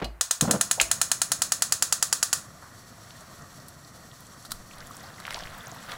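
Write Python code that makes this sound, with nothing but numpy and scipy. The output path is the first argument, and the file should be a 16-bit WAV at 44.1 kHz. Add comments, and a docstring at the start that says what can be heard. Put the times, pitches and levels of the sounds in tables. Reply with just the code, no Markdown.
"""Lighting the hob under kimchi stew

Close up in a small tiled kitchen, a hob knob clunks in: band-shaped knocks over a thumping, ringing metal case.
An igniter snaps about ten times a second, each spark a cluster of reflections coloured by the pot and burner.
The gas catches in three low noise puffs and burns on as a flickering noise roar and a resonant hiss.
Wet kimchi is then ladled from bowl to pot: swells of sloshing noise and bubble chirps, with pops and splats."""
import sys
import numpy as np
from scipy import signal
from scipy.fft import rfft, irfft
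from scipy.io import wavfile

SR = 44100
rng = np.random.default_rng(int(sys.argv[2]) if len(sys.argv) > 2 else 0)


def unload_audio(sound):
    """Save the sound as a 16-bit wav file, at the path given as the first command line argument."""
    columns = np.transpose(np.atleast_2d(sound))
    # keep every value between -1 and 1, then stretch to whole-number steps
    steps = np.round(np.clip(columns, -1, 1) * 32767)
    wavfile.write(sys.argv[1], SR, steps.astype(np.int16))


N = 263277
TIME = np.arange(N) / SR

# Kitchen reverberation: [f/Hz, t60/s]
KITCHEN_DECAY = [(150, 0.29), (1200, 0.36), (3000, 0.25), (7000, 0.24), (15000, 0.23)]
# Room tone, relative spectrum: [f/Hz, level/dB per Hz]
ROOM_TONE_SPECTRUM = [(25, -4), (120, 0), (400, -15.5), (1100, -4), (2100, -10.5), (4500, -29), (9000, -24),
                      (15500, -27), (16200, -55)]

# Knocks of the knob and its valve: [t/s, level/dB over the first 5 ms, centre f/Hz, width/octaves, t60/s]
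KNOB_KNOCKS = [(.0005, -40.5, 596, 1.06, 0.11), (0.0162, -31.5, 205, 1, 0.14),
               (0.0217, -35.5, 1492, 0.64, 0.13), (0.044, -38, 3450, 0.77, 0.072),
               (0.0504, -39.5, 704, 0.19, 0.057), (.776, -39, 680, 0.26, 0.099),
               (0.7994, -16, 2410, 0.22, 0.004), (0.8006, -21.5, 2400, 0.74, 0.045),
               (.809, -30, 644, 0.41, 0.036)]
# Jolts of the sheet-metal case; the thump level is before its build-up:
# [t/s, thump level/dB, ring level/dB, build-up/s, thump t60/s]
CASE_JOLTS = [(0.0253, -18, -56, 0.072, 0.31), (0.0442, -40, -37, .02, 0.28),
              (0.821, -28.5, -36, 0.013, 0.16)]
# Ringing modes of the case, relative to the ring level: [f/Hz, level/dB, t60/s]
CASE_MODES = [(340, -8.5, 0.22), (670, 1.5, 0.15), (1130, -11, 0.3), (2520, -0.5, 0.05), (2880, 4.5, 0.049),
              (3214, -7, 0.066), (4070, 2, 0.1), (4320, -4, 0.094), (4600, -2, 0.066), (4940, -4, 0.087)]
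CASE_THUMP_HZ = 53.5

# Spark colour between burner and pot, in fully heated air: [f/Hz, level/dB]
SPARK_SPECTRUM = [(150, -30.5), (350, -22), (580, -13.5), (830, -14.5), (1200, -3.5), (1850, -7),
                  (2300, -9), (3000, -10), (4300, -2.5), (5600, -1.5), (6800, 1.5), (10200, -0.5),
                  (12300, -13.5), (15500, -10.5)]
# Resonances and notches of the pot and burner cap: [f/Hz, width/Hz, level/dB]
POT_MODES = [(408, 82, -11), (500, 30, 5), (685, 42, 8), (1420, 55, 4.5), (1780, 68, 5), (2163, 224, -9.5),
             (4210, 370, 1.5), (5320, 220, 2.5), (6640, 230, 7.5), (7220, 130, 7), (7783, 94, 3.5),
             (8800, 100, 0)]
# The flame heats the air round the igniter: [t/s, speed of sound as a share of its hot value]
AIR_HEATING = [(.42, 0.93), (.52, 1), (1.3, 1)]
# Spark strength over time: [t/s, level/dB]
SPARK_STRENGTH = [(0.25, -21), (0.5, -19.5), (1.0, -19.5), (1.32, -21), (1.75, -19.5), (2.33, -20)]
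# A steady pace, but the first few gaps are shorter, gaining HURRY_S in all
FIRST_SPARK_S, SPARK_PERIOD_S, HURRY_S, SETTLE_S = 0.2102, 0.10112, 0.0048, 0.273

# Roar of the steady flame, relative spectrum: [f/Hz, level/dB per Hz]
ROAR_SPECTRUM = [(20, -19), (45, -12.5), (90, -0.5), (140, 0.5), (250, -6), (420, -16), (700, -8),
                 (850, -22.5), (1150, -10), (1450, -13), (1650, -20), (1900, -10.5), (2200, -40),
                 (4000, -56)]
# Hiss of the gas jet, relative spectrum before its resonances: [f/Hz, level/dB per Hz]
HISS_SPECTRUM = [(1200, 1), (2600, -8), (3400, 0), (5000, -2.5), (6300, 2.5), (8500, -3), (10200, -5),
                 (13000, -10.5), (15500, -10), (16200, -33)]
# Whistling resonances of the gas jet: [f/Hz, width/Hz, level/dB]
JET_MODES = [(4400, 650, 6.5), (5600, 580, 6), (7700, 490, 5.5), (9400, 220, 3.5), (10970, 620, 7),
             (12300, 320, 7), (13950, 600, 6)]
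# Flame strength over time: [t/s, level/dB]
FLAME_STRENGTH = [(.43, 2), (2.5, -1), (2.85, -0.5), (3.1, 0.5), (3.45, .5), (3.9, -1), (4.4, 0.5),
                  (5.2, 0), (5.97, 0)]
LIT_S = 0.37
# Puffs as the flame runs round the burner: [t/s, level/dB, length/s, brightness/dB per octave]
IGNITION_PUFFS = [(0.419, -25, 0.038, -1), (0.474, -25.5, 0.045, 1), (0.531, -25, 0.03, 1)]
# Colour shared by the puffs, before each one's brightness tilt: [f/Hz, level/dB]
PUFF_SPECTRUM = [(25, -18), (70, -6), (110, -4.5), (145, 3.5), (200, 2), (270, 1), (410, -12), (500, -6),
                 (670, -5), (830, -10.5), (1400, -14.5), (2200, -32), (3000, -31), (5000, -52)]

# Knock of the bowl being picked up: [level/dB over the first 5 ms, centre f/Hz, width/octaves, t60/s]
BOWL_KNOCK = (-44.5, 1098, 0.35, 0.37)
BOWL_S = 2.6235
# Food moves (bowl brought over, scoop, lift, soft slosh, drop, spread, last slop):
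# [peak t/s, rise/s, fall/s, slosh level/dB, squelch level/dB, prickle level/dB]
FOOD_MOVES = [(3.22, 0.25, 0.14, -58, -69, -74), (4.785, 0.024, 0.051, -50.5, -63, -69),
              (4.94, 0.11, 0.049, -58, -58.5, -53), (5.07, 0.069, 0.037, -51, -57, -67),
              (5.32, 0.04, 0.076, -44, -45, -54), (5.58, 0.31, 0.49, -48, -57.5, -60),
              (5.91, 0.023, 0.032, -39.5, -49.5, -74)]
# Colour of sloshing, relative spectrum: [f/Hz, level/dB]
SLOSH_SPECTRUM = [(90, -19), (160, 0), (260, -9), (380, -19), (480, -3), (680, 1), (860, -4), (1150, 4),
                  (1900, -0.5), (2300, -8.5), (3500, -9.5), (7000, -23)]
# Low bumps as the pot is nudged: [peak t/s, rise and fall/s, level/dB]
POT_NUDGES = [(4.57, 0.05, -49), (4.798, 0.05, -53), (5.447, 0.084, -47.5), (5.93, 0.04, -54)]
# Loudest wet pops of the kimchi: [t/s, level/dB over the first 5 ms, centre f/Hz, width/octaves]
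LEAF_POPS = [(3.1063, -46, 3540, 0.34), (4.711, -47, 2470, 0.17), (4.804, -44.5, 4840, 0.22),
             (4.908, -40.5, 1200, 0.12), (4.9676, -44.5, 7800, 0.33), (5.252, -35, 2270, 0.4),
             (5.267, -41, 1710, 0.93), (5.279, -31.5, 1360, 0.38), (5.3068, -32.5, 1570, 0.87),
             (5.344, -31, 3970, 0.37), (5.361, -38.5, 1810, 0.59), (5.389, -40.5, 4400, 0.38),
             (5.436, -41, 3710, 0.22), (5.4716, -42, 2250, 0.3), (5.607, -44, 3500, 0.056),
             (5.67, -42, 6330, 0.13), (5.7156, -43.5, 6580, 0.1), (5.9184, -36, 2400, 0.71)]
SIMMER_S = 3.2
# Sauce splatting into the pot: [t/s, level/dB over the first 5 ms, t60/s, brightness/dB per octave]
SAUCE_DRIPS = [(3.6837, -41.5, 0.028, 6), (4.2056, -47, 0.02, 9), (4.45, -42, 0.11, -2),
               (4.507, -39.5, 0.12, -1), (4.518, -26.5, 0.034, 0.5), (5.2007, -39.5, 0.025, -4.5)]
# Colour shared by the splats, before each one's brightness tilt: [f/Hz, level/dB]
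SPLAT_SPECTRUM = [(290, -62), (500, -26), (1310, -0.5), (1900, -12.5), (2570, -19), (4130, -0.5),
                  (6180, -10.5), (8360, -4), (9650, -6), (15500, -14)]

BAND_EDGE_HZ = 16100


def gain_of(db):
    """Turns decibels into gain."""
    return 10 ** (np.asarray(db) / 20)


def evened(x):
    """Scales a sound to rms 1."""
    return x / np.sqrt(np.mean(x ** 2) + 1e-20)


def packed(x, seconds):
    """Scales a short sound to the energy of rms 1 held for so many seconds."""
    return x * np.sqrt(seconds * SR / (np.sum(x ** 2) + 1e-20))


def attack_evened(x):
    """Scales a sound so that its first 5 ms have rms 1."""
    return x / np.sqrt(np.mean(x[:SR // 200] ** 2))


def level_at(points, t):
    """Reads a table along time."""
    return np.interp(t, *np.transpose(points))


def read(points, hz):
    """Reads a table along a log-frequency axis."""
    f, value = np.transpose(points)
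    return np.interp(np.log(hz + 1), np.log(f + 1), value)


def add(mix, start_s, sound):
    """Mixes a sound in at a given time."""
    part = mix[max(round(start_s * SR), 0):][:len(sound)]
    part += sound[:len(part)]


def dying(t, t60):
    """A decay of 60 dB in t60 seconds."""
    return np.exp(-np.log(1000) * t / t60)


def swell_at(peak_s, rise_s, fall_s):
    """A bell-shaped swell of height 1 with its own rise and fall."""
    width_s = np.where(TIME < peak_s, rise_s, fall_s)
    return np.exp(-.5 * ((TIME - peak_s) / width_s) ** 2)


def hump(hz, centre_hz, octaves):
    """Gain in dB of one broad, rounded peak."""
    distance = np.log2((hz + 1) / centre_hz) / octaves
    return np.maximum(-2 * distance ** 2, -50)


def bumps(modes, hz):
    """Gain in dB of a set of resonances and notches."""
    return sum(db / (1 + (2 * (hz - f) / width) ** 4) for f, width, db in modes)


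def low_pass(hz, edge_hz):
    """Gain in dB of a smooth low-pass, 3 dB down at its edge."""
    return -10 * np.log10(1 + (hz / edge_hz) ** 6)


def coloured(x, curve, size=4096):
    """Minimum-phase filter whose gain in dB is curve(Hz), so nothing sounds ahead of its cause."""
    hz = abs(np.fft.fftfreq(size, 1 / SR))
    log_gain = np.log(gain_of(np.maximum(curve(hz), -90)))
    taps = np.fft.ifft(np.exp(np.conj(signal.hilbert(log_gain)))).real
    return signal.fftconvolve(x, taps[:size // 2])[:len(x)]


def noise(curve):
    """Steady noise of rms 1 with the spectrum curve(Hz) in dB."""
    spectrum = rfft(rng.standard_normal(N))
    gain = gain_of(curve(np.fft.rfftfreq(N, 1 / SR)))
    return evened(irfft(spectrum * gain, N))


def waver(edge_hz):
    """Random wandering of rms 1, mostly slower than edge_hz."""
    return noise(lambda hz: low_pass(hz, edge_hz))


def ring(modes, t):
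    """Struck modes: dying sines of random sign."""
    out = np.zeros(len(t))
    for hz, db, t60 in modes:
        sign = rng.choice([-1, 1])
        out += sign * gain_of(db) * dying(t, t60) * np.sin(2 * np.pi * hz * t)
    return out


def scatter(t60, size=8192):
    """A dying cluster of reflections with a nearly even spectrum and energy 1."""
    t = np.arange(size) / SR
    x = rng.standard_normal(size) * dying(t, t60)
    # flatten the spectrum, then restore some of the decay
    for _ in range(2):
        z = rfft(x)
        x = irfft(z / (abs(z) + 1e-9)) * dying(t, 2 * t60) ** .5
    return x / np.linalg.norm(x)


def blow(db, centre_hz, octaves, t60):
    """A short knock or smack round one pitch; its level is that of the first 5 ms."""
    knock = coloured(scatter(t60), lambda hz: hump(hz, centre_hz, octaves))
    return gain_of(db) * attack_evened(knock)


def reverberation(size=16384):
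    """The kitchen's echo, energy 1: it builds up in a few ms and each band dies at its own speed."""
    hz, t, z = signal.stft(rng.standard_normal(size), SR, nperseg=256)
    decay = dying(t, read(KITCHEN_DECAY, hz)[:, None])
    tail = signal.istft(z * decay, SR, nperseg=256)[1][:size]
    tail *= 1 - np.exp(-np.arange(size) / SR / 0.0015)
    return tail / np.linalg.norm(tail)


def room_tone(tone_db=-58):
    """The quiet, steady noise bed of the kitchen."""
    return gain_of(tone_db) * noise(lambda hz: read(ROOM_TONE_SPECTRUM, hz))


def knob():
    """The knob clunks in and later clicks; the case gives way, thumps and rings under it."""
    t, out = np.arange(SR // 2) / SR, np.zeros(N)
    for start_s, *shape in KNOB_KNOCKS:
        add(out, start_s, blow(*shape))
    for start_s, thump_db, ring_db, build_s, t60 in CASE_JOLTS:
        thump = -np.sin(2 * np.pi * CASE_THUMP_HZ * t) * dying(t, t60) * (1 - np.exp(-t / build_s))
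        add(out, start_s, gain_of(thump_db) * thump + gain_of(ring_db) * ring(CASE_MODES, t))
    return out


def crack(db=-14, centre_hz=1250, octaves=0.68):
    """The spark's own pressure pulse, which passes under the pot on its way to the ear."""
    impulse = signal.unit_impulse(16384)
    pulse = coloured(impulse, lambda hz: hump(hz, centre_hz, octaves) + bumps(POT_MODES, hz))
    return gain_of(db) * packed(pulse, .02)


def spark_path(room_db, size=16384, gap_t60=.036, build_s=.0006):
    """One way for a spark to rattle between burner and pot and fill the room."""
    onset = 1 - np.exp(-np.arange(size) / SR / build_s)
    return onset * scatter(gap_t60, size=size) + gain_of(room_db) * reverberation(size)


def igniter(room_db=-7.5, unlike=0.4, count=22):
    """Each spark rattles between burner and pot and fills the room; the paths drift as the air warms."""
    out = np.zeros(N)
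    paths = [spark_path(room_db) for _ in range(3)]
    beats = np.arange(count) * SPARK_PERIOD_S
    times = FIRST_SPARK_S + beats - HURRY_S * (1 - np.exp(-beats / SETTLE_S))
    # crossfade through the three paths in turn
    for start_s, warmth in zip(times, np.linspace(0, 2, count)):
        path = sum(np.sqrt(max(1 - abs(warmth - k), 0)) * p for k, p in enumerate(paths))
        # no two sparks jump quite the same way
        path = path + unlike * spark_path(room_db)
        speed = level_at(AIR_HEATING, start_s)
        snap = coloured(path, lambda hz: read(SPARK_SPECTRUM, hz / speed) + bumps(POT_MODES, hz))
        strength = gain_of(level_at(SPARK_STRENGTH, start_s))
        add(out, start_s, strength * (packed(snap, 0.022) + crack()))
    return out


def flame(roar_db=-50.5, hiss_db=-54, flicker_db=1.77, hiss_flicker_db=1.36):
    """Once lit, the flame roars softly and flickers while the jet hisses through the burner's resonances."""
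    fade_in = np.clip((TIME - LIT_S) / 0.087, 0, 1)
    strength = gain_of(level_at(FLAME_STRENGTH, TIME)) * fade_in
    roar = noise(lambda hz: read(ROAR_SPECTRUM, hz))
    roar *= gain_of(roar_db + flicker_db * waver(19))
    hiss = noise(lambda hz: read(HISS_SPECTRUM, hz) + bumps(JET_MODES, hz))
    hiss *= gain_of(hiss_db + hiss_flicker_db * waver(16))
    return strength * (roar + hiss)


def ignition(fade_t60=0.057):
    """The gas catches in three low, ragged puffs of noise."""
    t, out = np.arange(SR // 4) / SR, np.zeros(N)
    for start_s, db, length_s, tilt in IGNITION_PUFFS:
        # quick rise, hold, then fade
        swell = np.minimum(t / 0.0032, 1) * dying(np.maximum(t - length_s, 0), fade_t60)
        breath = swell * rng.standard_normal(len(t))
        puff = coloured(breath, lambda hz: read(PUFF_SPECTRUM, hz) + tilt * np.log2((hz + 1) / 300))
        add(out, start_s, gain_of(db) * packed(puff, length_s))
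    return out


def bubbles(low_hz, high_hz, per_s, cycles, spread_db, count=28):
    """Tiny bubbles of many sizes burst at random, each a few cycles that rise a little; rms 1."""
    t, out = np.arange(SR // 40) / SR, np.zeros(N)
    for hz in np.geomspace(low_hz, high_hz, count):
        age = t * hz / cycles
        chirp = np.sin(2 * np.pi * hz * t * (1 + 0.03 * np.minimum(age, 2))) * np.exp(-age)
        at = rng.integers(0, N, max(int(per_s * N / SR / count), 1))
        # a few bursts are much stronger than the rest
        strengths = gain_of(spread_db * np.minimum(rng.exponential(1, len(at)), 3.5))
        bursts = np.bincount(at, strengths, N)
        out += signal.oaconvolve(bursts, chirp / np.linalg.norm(chirp))[:N]
    return evened(out)


def food(lumpy_db=2, surge_db=0.8, gurgle_db=-4):
    """The bowl knocks; as the food moves, sauce sloshes and its films burst; the pot is nudged at times."""
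    out = np.zeros(N)
    add(out, BOWL_S, blow(*BOWL_KNOCK))
    # overlapping moves add in power
    power = sum(np.outer(gain_of(levels), swell_at(peak_s, rise_s, fall_s)) ** 2
                for peak_s, rise_s, fall_s, *levels in FOOD_MOVES)
    slosh, squelch, prickle = np.sqrt(power)
    unevenness = gain_of(lumpy_db * waver(110) + surge_db * waver(23))
    out += slosh * noise(lambda hz: read(SLOSH_SPECTRUM, hz)) * unevenness
    # large bubbles gurgle, middling ones squelch, the smallest prickle
    gurgle = gain_of(gurgle_db) * slosh
    out += gurgle * bubbles(low_hz=600, high_hz=2000, per_s=150, cycles=3, spread_db=5)
    out += squelch * bubbles(low_hz=2900, high_hz=5400, per_s=400, cycles=6, spread_db=5)
    out += prickle * bubbles(low_hz=6500, high_hz=15000, per_s=220, cycles=4, spread_db=6)
    nudge = sum(gain_of(db) * swell_at(peak_s, half_s, half_s) for peak_s, half_s, db in POT_NUDGES)
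    out += nudge * noise(lambda hz: low_pass(hz, 42))
    return out


def pops(pop_t60=0.017, small_db=-51, spread_db=0.5, low_hz=3300, high_hz=12000, octaves=0.17, count=18):
    """Wet leaves part with loud pops; small bubbles burst at random as the sauce starts to simmer."""
    out = np.zeros(N)
    for start_s, *shape in LEAF_POPS:
        add(out, start_s, blow(*shape, pop_t60))
    # one simmering bubble at a random moment in each equal slot
    slot_s = (N / SR - SIMMER_S) / count
    for k, (when, strength, pitch) in enumerate(rng.random((count, 3))):
        start_s = SIMMER_S + (k + when) * slot_s
        db = small_db + spread_db * (2 * strength - 1)
        centre_hz = low_hz * (high_hz / low_hz) ** pitch
        add(out, start_s, blow(db, centre_hz, octaves, pop_t60))
    return out


def drips(tilt_from_hz=500):
    """Sauce falls from the ladle and splats: clusters of reflections, each with its own brightness."""
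    out = np.zeros(N)
    for start_s, db, t60, tilt in SAUCE_DRIPS:
        splat = coloured(scatter(t60), lambda hz: read(SPLAT_SPECTRUM, hz)
                         + tilt * np.log2(np.maximum(hz / tilt_from_hz, 1)))
        add(out, start_s, gain_of(db) * attack_evened(splat))
    return out


def scene(hob_room_db=-12, food_room_db=-14):
    """Hob and food share the small kitchen's echo; the sparks carry their own."""
    tone = room_tone()
    hob = knob() + ignition()
    stew = food() + pops() + drips()
    send = gain_of(hob_room_db) * hob + gain_of(food_room_db) * stew
    echo = signal.fftconvolve(send, reverberation())[:N]
    return (tone + hob + igniter() + flame() + stew + echo)[None]


def record(dry):
    """The microphone's band limit: a steep low-pass."""
    taps = signal.firwin(255, BAND_EDGE_HZ, window=("kaiser", 9), fs=SR)
    return signal.oaconvolve(dry, taps[None], "same")


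dry = scene()
out = record(dry)
unload_audio(out)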